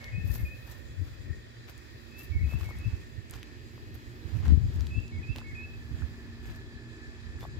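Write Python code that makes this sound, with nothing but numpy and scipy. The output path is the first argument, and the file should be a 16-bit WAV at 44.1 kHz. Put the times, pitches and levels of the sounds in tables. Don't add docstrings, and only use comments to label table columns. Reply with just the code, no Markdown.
import sys
import numpy as np
from scipy import signal
from scipy.fft import rfft, irfft, next_fast_len
from scipy.io import wavfile

SR = 44100
rng = np.random.default_rng(int(sys.argv[2]) if len(sys.argv) > 2 else 0)


def nominal_scale(level):
    x = np.asarray(level, float) / 20
    return 10 ** x


def inscribe(sig):
    pcm = np.round(np.clip(np.atleast_2d(sig).T, -1, 1) * 32767)
    wavfile.write(sys.argv[1], SR, pcm.astype(np.int16))


N = 334719


def rms_one(x):
    return x / np.sqrt(np.mean(x ** 2) + 1e-20)


def in_time(rows):
    s, *columns = np.transpose(rows)
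    return [np.interp(np.arange(N) / SR, s, column) for column in columns]


def band(x, low_hz, high_hz, order=2):
    edges_hz = [low_hz, min(high_hz, .45 * SR)]
    return signal.sosfilt(signal.butter(order, edges_hz, "band", fs=SR, output="sos"), x)


def drift(rate):
    r = np.exp(-80 * np.pi * rate / SR)
    slow = signal.lfilter([1], [1, -2 * r, r * r], rng.standard_normal(N // 40 + 2002))[2000:]
    return np.interp(np.arange(N) / 40, np.arange(len(slow)), rms_one(slow))


def panned(db):
    return nominal_scale(np.array([db / 2, -db / 2]))


def wind():
    # time in seconds, port (0 left, 1 right), height in dB, width in seconds.
    buffets = [(0.148, 0, -23.5, 0.034), (0.184, 0, -21, 0.018), (0.25, 0, -17.5, 0.018),
               (0.302, 0, -20, 0.018), (0.417, 1, -26, 0.012), (0.434, 0, -20.5, 0.028),
               (0.463, 1, -29, 0.035), (1.01, 0, -22, 0.059), (1.308, 0, -23, 0.028),
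               (2.31, 1, -21.5, 0.027), (2.361, 1, -16.5, 0.023), (2.379, 0, -25, 0.047),
               (2.431, 1, -24.5, 0.043), (2.444, 0, -17, 0.071), (2.551, 0, -18.5, 0.039),
               (2.617, 0, -21.5, 0.02), (2.871, 0, -18, 0.03), (2.936, 1, -20, 0.025),
               (3.185, 1, -25, 0.014), (4.257, 1, -24, 0.016), (4.355, 1, -21, 0.049),
               (4.403, 1, -19, 0.018), (4.449, 0, -23, 0.035), (4.487, 0, -11.5, 0.032),
               (4.505, 1, -22.5, 0.029), (4.528, 0, -6.5, 0.041), (4.577, 0, -7, 0.0076),
               (4.633, 0, -19, 0.085), (4.66, 1, -21.5, 0.031), (4.758, 1, -24, 0.017),
               (4.794, 0, -21.5, 0.14), (4.92, 1, -26.5, 0.032), (4.977, 0, -17.5, 0.034),
               (5.159, 1, -26, 0.039), (5.301, 1, -16.5, 0.016), (5.941, 1, -21.5, 0.014),
               (6.035, 1, -21, 0.032)]
    # time in seconds, level in dB before a lift and gusts, left-right in dB.
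    breeze_rows = [(0, -56.5, -11), (.3, -39.5, 10), (.7, -52.5, -4.5), (1.3, -47.5, 7), (1.55, -59, -7),
                   (1.75, -55, -6), (2.1, -59.5, -14.5), (2.5, -43, -0.5), (3.3, -53, -7.5),
                   (4.15, -53, -4.5), (4.4, -44.5, -17.5), (4.65, -42, 2.5), (5.1, -47.5, 1),
                   (6.1, -49, -10), (6.6, -47.5, 1.5), (6.95, -55.5, -6), (7.3, -48, -4.5),
                   (7.59, -42.5, 5)]
    breeze_lift_db = 5.5
    t, power = np.arange(N) / SR, np.zeros((2, N))
    for s, port, height_db, width in buffets:
        near = slice(max(0, int((s - .12) * SR)), int((s + 0.22) * SR))
        power[int(port > .5), near] += nominal_scale(2 * height_db) * np.exp(-5.5 * ((t[near] - s) / width) ** 2)
    lumps = np.sqrt(power)

    throb = band(rng.standard_normal((2, N)), 64.4, 98.8)
    envelope = np.abs(signal.hilbert(throb, next_fast_len(N))[:, :N])
    throb = band(throb / envelope, 42.6, 165)
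    edge = rms_one(band(rng.standard_normal((2, N)), 114, 278, order=3))
    hard = nominal_scale(-13.5) * lumps ** 1.494 * edge

    breeze_db, pan_db = in_time(breeze_rows)
    gusts = nominal_scale(np.array([3.8 * drift(10.1), 2.63 * drift(28)]))
    breeze = rms_one(band(rng.standard_normal((2, N)), 42.0, 105.4))
    breeze = breeze * gusts * nominal_scale(breeze_db + breeze_lift_db) * panned(pan_db)
    return lumps * throb + hard + breeze


def machine():
    # time in seconds, lag of the left port in samples,
    # whirr pitch in Hz, whirr level in dB, drone level in dB; the levels also waver.
    machine_rows = [(0, 16.6, 1799, -55, -63.5), (.6, 23, 1804, -60.5, -60),
                    (1.2, 24.3, 1862, -68.5, -59.5), (1.31, 22, 1852, -56.5, -54),
                    (1.42, 24, 1844, -66, -60), (3.2, 19, 1816, -63.5, -55.5),
                    (4.4, 13.2, 1792, -69, -53.5), (5.2, 10, 1745, -62, -56),
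                    (6.2, 6.1, 1750, -59.5, -55.5), (7.59, 8.7, 1741, -60.5, -56.5)]
    # frequency in Hz, middle of its wavering peak level in dB.
    steady_lines = [(118, -56.5), (649, -78.5)]
    hum_hz, hum_ahead_db = 234.6, -51
    hum_loss_db = 0.58
    lag, whirr_hz, whirr_db, drone_db = in_time(machine_rows)
    n = np.arange(N)

    hum_db = hum_ahead_db - hum_loss_db * lag + 2.56 * drift(7.1)
    hum_turn = 2 * np.pi * np.cumsum(hum_hz + 0.894 * drift(5.8)) / SR
    hum = np.sqrt(2) * nominal_scale(hum_db) * np.sin(hum_turn)
    drone = rms_one(band(rng.standard_normal(N), 261, 391)) * nominal_scale(drone_db + 1.0 * drift(4.1))

    sway = signal.sosfilt(signal.butter(2, 55, fs=SR, output="sos"), rng.standard_normal((2, N)))
    turn = 2 * np.pi * np.cumsum(whirr_hz) / SR
    whirr = rms_one(sway[0] * np.cos(turn) + sway[1] * np.sin(turn))
    whirr = whirr * nominal_scale(whirr_db + 2.14 * drift(5.8))

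    rush = rms_one(band(rng.standard_normal(N), 565, 3120, order=3)) * nominal_scale(-63.0)
    lines = sum(nominal_scale(db + 5.8 * drift(10.5)) * np.sin(2 * np.pi * hz * n / SR) for hz, db in steady_lines)
    roar = rms_one(band(rng.standard_normal(N), 410, 650)) * nominal_scale(-59.0 - 3.8 * n / SR)
    mono = roar + hum + drone + whirr + rush + lines
    return np.array([np.interp(n - lag, n, mono), mono])


def air():
    # frequency in Hz, relative level in dB per Hz.
    colour_rows = [(59, -55), (100, 6), (181, -29), (239, -51), (784, -14.5), (1550, -12), (1760, -3),
                   (2130, -11), (2580, -13), (2860, -32.5), (4770, -14.5), (5300, -17), (16000, -59)]
    # centre in Hz, width in Hz,
    # middle of its wavering level in dB.
    air_bands = [(2530, 72, -69), (3365, 370, -68), (4010, 270, -69), (4784, 49, -72), (7040, 860, -71)]
    hush_db = -59.5
    size = next_fast_len(N)
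    hz = np.fft.rfftfreq(size, 1 / SR) + 1
    colour_hz, colour_db = np.transpose(colour_rows)
    colour = nominal_scale(np.interp(np.log(hz), np.log(colour_hz), colour_db))
    hush = irfft(rfft(rng.standard_normal((2, N)), size) * colour)[:, :N]
    out = nominal_scale(hush_db + 1.0 * drift(2.3)) * rms_one(hush)
    for centre_hz, width, db in air_bands:
        narrow = band(rng.standard_normal((2, N)), centre_hz - width / 2, centre_hz + width / 2, order=1)
        out += nominal_scale(db + 1.78 * drift(11.3)) * rms_one(narrow)
    return out


def song():
    # start in seconds, length in seconds,
    # pitch at the start in Hz, level at the end in dB, left-right in dB, swell from start to end in dB.
    low_rows = [(0.005, 0.092, 2203, -49, 0.5, 4), (0.381, 0.057, 2160, -56, 3, -2),
                (2.317, 0.082, 2230, -51, 3, 2), (2.405, 0.038, 2215, -52.5, 4, 0),
                (2.645, 0.077, 2220, -51, 2, 3.5), (5.118, .072, 2223, -52.5, 0, 3),
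                (5.437, 0.11, 2200, -54.5, -1, 0.5)]
    # start in seconds,
    # length in seconds, start pitch in Hz, rise in Hz, level at the end in dB, swell from start to end in dB,
    # left-right in dB, brief mid-note change in dB.
    high_rows = [(0.12, 0.097, 2480, 109, -50, 1.5, 4, 6.5), (.226, .094, 2530, 60, -56, 3, -1, -7),
                 (0.448, 0.11, 2457, 112, -53, -7.5, 1, -5), (2.113, 0.11, 2505, 177, -51.5, 8.5, 0, 2),
                 (2.435, 0.133, 2510, 130, -52, 0.5, 1, -16), (2.79, 0.086, 2500, 143, -51.5, 3.5, -5, -2),
                 (4.902, 0.097, 2520, 166, -47, 4.5, -5, 2), (5.224, 0.11, 2453, 217, -48, 3, -8, -12),
                 (5.547, 0.11, 2476, 126, -49, -3.5, -2, 3.5)]
    low_sag_hz = 40
    slip_after_s, slip_s, slip_hz, slip_fall_hz, slip_db = .066, 0.024, 2100, 210, -3
    low, slips = [], []
    for s, length, hz, db, pan, swell in low_rows:
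        low.append((s, length, hz, -low_sag_hz, db, swell, pan, 0))
        if length > slip_after_s:
            slips.append((s + slip_after_s, slip_s, slip_hz, -slip_fall_hz, db + slip_db, 0, pan, 0))
    return list(high_rows) + low + slips


def bird():
    # shortest delay in seconds, level in dB against the direct sound.
    echoes = [(.017, -16), (.036, -14), (.104, -14)]
    # time in seconds, lag of the left in samples.
    bird_lag = [(0, -14.5), (3.0, -16), (4.9, 17)]
    scatter_db, scatter_t60_s = -4.5, 0.49
    hook_hz, hook_s = 220, .0045
    mid_after_s, mid_s = .044, .011
    direct = np.zeros((2, N))
    wobble_hz = 8 * drift(40)
    flutter = nominal_scale(1.3 * np.array([drift(30), drift(30)]))
    for s, length, start_hz, glide_hz, level_db, swell_db, pan_db, mid_db in song():
        t = np.arange(int(length * SR)) / SR
        at = int(s * SR)
        here = slice(at, at + len(t))
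        hz = start_hz + glide_hz * t / length + wobble_hz[here]
        if glide_hz > 0:
            hz = hz + hook_hz * np.exp(-t / hook_s)
        shape_db = level_db + swell_db * (t / length - 1)
        shape_db = shape_db + mid_db * np.exp(-((t - mid_after_s) / mid_s) ** 2)
        fades = np.minimum(1, np.minimum(t / 0.0075, (length - t) / 0.0036))
        tone = np.sqrt(2) * fades * nominal_scale(shape_db) * np.sin(2 * np.pi * np.cumsum(hz) / SR)
        direct[:, here] += np.outer(panned(pan_db), tone)
    direct[0] = np.interp(np.arange(N) - in_time(bird_lag)[0], np.arange(N), direct[0])

    t = np.arange(SR // 2) / SR
    paths = rng.standard_normal((2, len(t))) * nominal_scale(-60 * t / scatter_t60_s) * np.minimum(1, t / 0.025)
    paths *= nominal_scale(scatter_db) / np.sqrt(np.sum(paths ** 2, axis=1, keepdims=True))
    paths[:, 0] = 1
    for delay, db in echoes:
        ear_delays = delay + rng.uniform(0, .002, 2)
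        paths[[0, 1], (ear_delays * SR).astype(int)] += nominal_scale(db)
    return signal.fftconvolve(direct * flutter, paths, axes=1)[:, :N]


def grains(per_s, spread_db, shared):
    sizes = nominal_scale(spread_db * np.minimum(rng.exponential(1, (3, N)), 4)) * rng.choice([-1, 1], (3, N))
    clicks = sizes * (rng.random((3, N)) < per_s / SR)
    return clicks[:2] + shared * clicks[2]


def swells(rows, column):
    rise_share = 0.48
    t, power = np.arange(N) / SR, np.zeros(N)
    for row in rows:
        near = slice(max(0, int((row[0] - .3) * SR)), int((row[0] + .3) * SR))
        late = (t[near] - row[0]) / row[1]
        late = np.abs(np.where(late < 0, late / rise_share, late))
        power[near] += nominal_scale(2 * row[column]) * np.exp(-4.0 * late ** 1.75)
    return power


def rustle():
    # peak time in seconds, width in seconds, crisp height in dB,
    # dull crunch height in dB; both heights together set the hiss.
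    rustles = [(.03, 0.12, -69, -57), (.325, 0.17, -50, -56.5), (.70, 0.13, -62, -55.5),
               (1.06, 0.14, -73, -63), (1.69, 0.04, -60, -53), (2.205, 0.083, -54.5, -58),
               (2.51, 0.16, -61, -56), (2.61, 0.12, -64, -52.5), (2.7, 0.048, -68, -58),
               (2.78, 0.58, -76, -61.5), (3.34, 0.089, -64, -51), (3.95, 0.027, -59, -57),
               (4.33, 0.27, -74, -56.5), (4.46, 0.1, -67, -49), (4.77, 0.25, -72, -57.5),
               (5.37, 0.051, -71, -51), (6.0, 0.26, -85, -60), (6.48, 0.13, -67, -55.5),
               (7.42, 0.056, -65, -54)]
    # time in seconds, middle of its wavering level in dB.
    sizzle_rows = [(0, -79), (.55, -68), (.9, -74.5), (1.3, -76), (1.6, -80), (1.85, -73.5), (2.9, -73),
                   (3.25, -79), (3.9, -72.5), (4.6, -74.5), (5.2, -78.5), (6.0, -73), (6.9, -83.5),
                   (7.59, -84)]
    crisp_pan_db, hiss_pan_db = 7., -4
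    crackles_per_s, crackle_db = 82, -81
    crackle_follows = 0.85
    crisp_power, crunch_power = swells(rustles, column=2), swells(rustles, column=3)
    sizzle_db = in_time(sizzle_rows)[0]

    fine = grains(1400., 4.1, .15) * nominal_scale(3.5 * drift(25))
    crisp = rms_one(band(fine, 11500, 14200)) * panned(crisp_pan_db)[:, None]
    hiss = rms_one(band(fine, 3500, 7900)) * panned(hiss_pan_db)[:, None]
    hiss_gain = nominal_scale(-3.5) * (crisp_power * crunch_power) ** .25
    near = np.sqrt(crisp_power) * crisp + hiss_gain * hiss
    crunch = np.sqrt(crunch_power) * rms_one(band(grains(260., 2.7, 0.55), 190, 2500))

    sizzle = rms_one(band(rng.standard_normal((2, N)), 10900, 15400)) * nominal_scale(sizzle_db + .8 * drift(6))
    busy = (crisp_power + nominal_scale(2 * sizzle_db)) ** (crackle_follows / 2)
    crackle = band(grains(crackles_per_s, 4.2, 0.25), 9700, 15000) * busy
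    return near + rms_one(crackle) * nominal_scale(crackle_db) + sizzle + crunch


def ticks():
    # start in seconds, peak level in dB, centre frequency in Hz.
    tick_rows = [(.043, -31, 4200), (0.356, -38.5, 1510), (1.682, -45, 5060), (1.779, -41.5, 11120),
                 (2.523, -41, 700), (2.535, -42, 900), (2.61, -40, 1400), (2.689, -40, 798),
                 (2.707, -38, 786), (2.788, -42, 10000), (3.31, -29, 9100), (3.298, -38.5, 6000),
                 (3.337, -36, 4800), (3.43, -29.5, 3130), (3.777, -43.5, 898), (4.353, -45, 1400),
                 (4.457, -37, 1190), (4.48, -38, 1100), (4.481, -36, 5300), (4.808, -34.5, 4860),
                 (4.869, -34.5, 4840), (5.002, -44.5, 5240), (5.08, -39.5, 5460), (5.357, -39.5, 900),
                 (5.361, -29, 3450), (5.364, -38.5, 350), (5.384, -32, 3660), (5.385, -38.5, 800),
                 (5.415, -41, 1150), (6.021, -39, 1010), (7.388, -44, 1794), (7.409, -39, 3700),
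                 (7.428, -38, 700), (7.438, -36, 675), (7.451, -32.5, 760)]
    crack_db = -12
    out, t = np.zeros((2, N + 2000)), np.arange(900) / SR
    for (s, peak_db, hz), noise in zip(tick_rows, rng.standard_normal((len(tick_rows), 2, 900))):
        dying = np.exp(-t * hz / 1.6) + .1 * np.exp(-t / .005)
        snap = band((noise + 2.8 * noise[0]) * dying, hz / 1.8, hz * 1.435, order=3)
        if hz > 2500:
            crack = band(noise * np.exp(-t / 0.00098), 5500, 15500)
            snap = snap + nominal_scale(crack_db) * crack * np.abs(snap).max()
        at = int(s * SR)
        out[:, at:at + 900] += nominal_scale(peak_db) * snap / np.abs(snap).max()
    return out[:, :N]


def squeak():
    # start in seconds, length in seconds, pitch halfway in Hz, peak level in dB.
    squeak_row = (7.42, .027, 3550, -55)
    rise_hz = 60
    s, length, middle_hz, db = squeak_row
    t = np.arange(N) / SR
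    shape = np.exp(-4 * ((t - s - length / 2) / length) ** 2)
    hz = middle_hz + rise_hz * np.clip((t - s) / length - .5, -1, 1) + 40 * drift(30)
    return nominal_scale(db) * shape * np.sin(2 * np.pi * np.cumsum(hz) / SR)


def scene():
    return wind() + machine() + air() + bird() + rustle() + ticks() + squeak()


def band_limit(x):
    return signal.sosfilt(signal.butter(12, 15950, fs=SR, output="sos"), x)


def record(dry):
    cut = signal.sosfilt(signal.butter(4, 48, "high", fs=SR, output="sos"), dry)
    return band_limit(cut)


dry = scene()
out = record(dry)
inscribe(out)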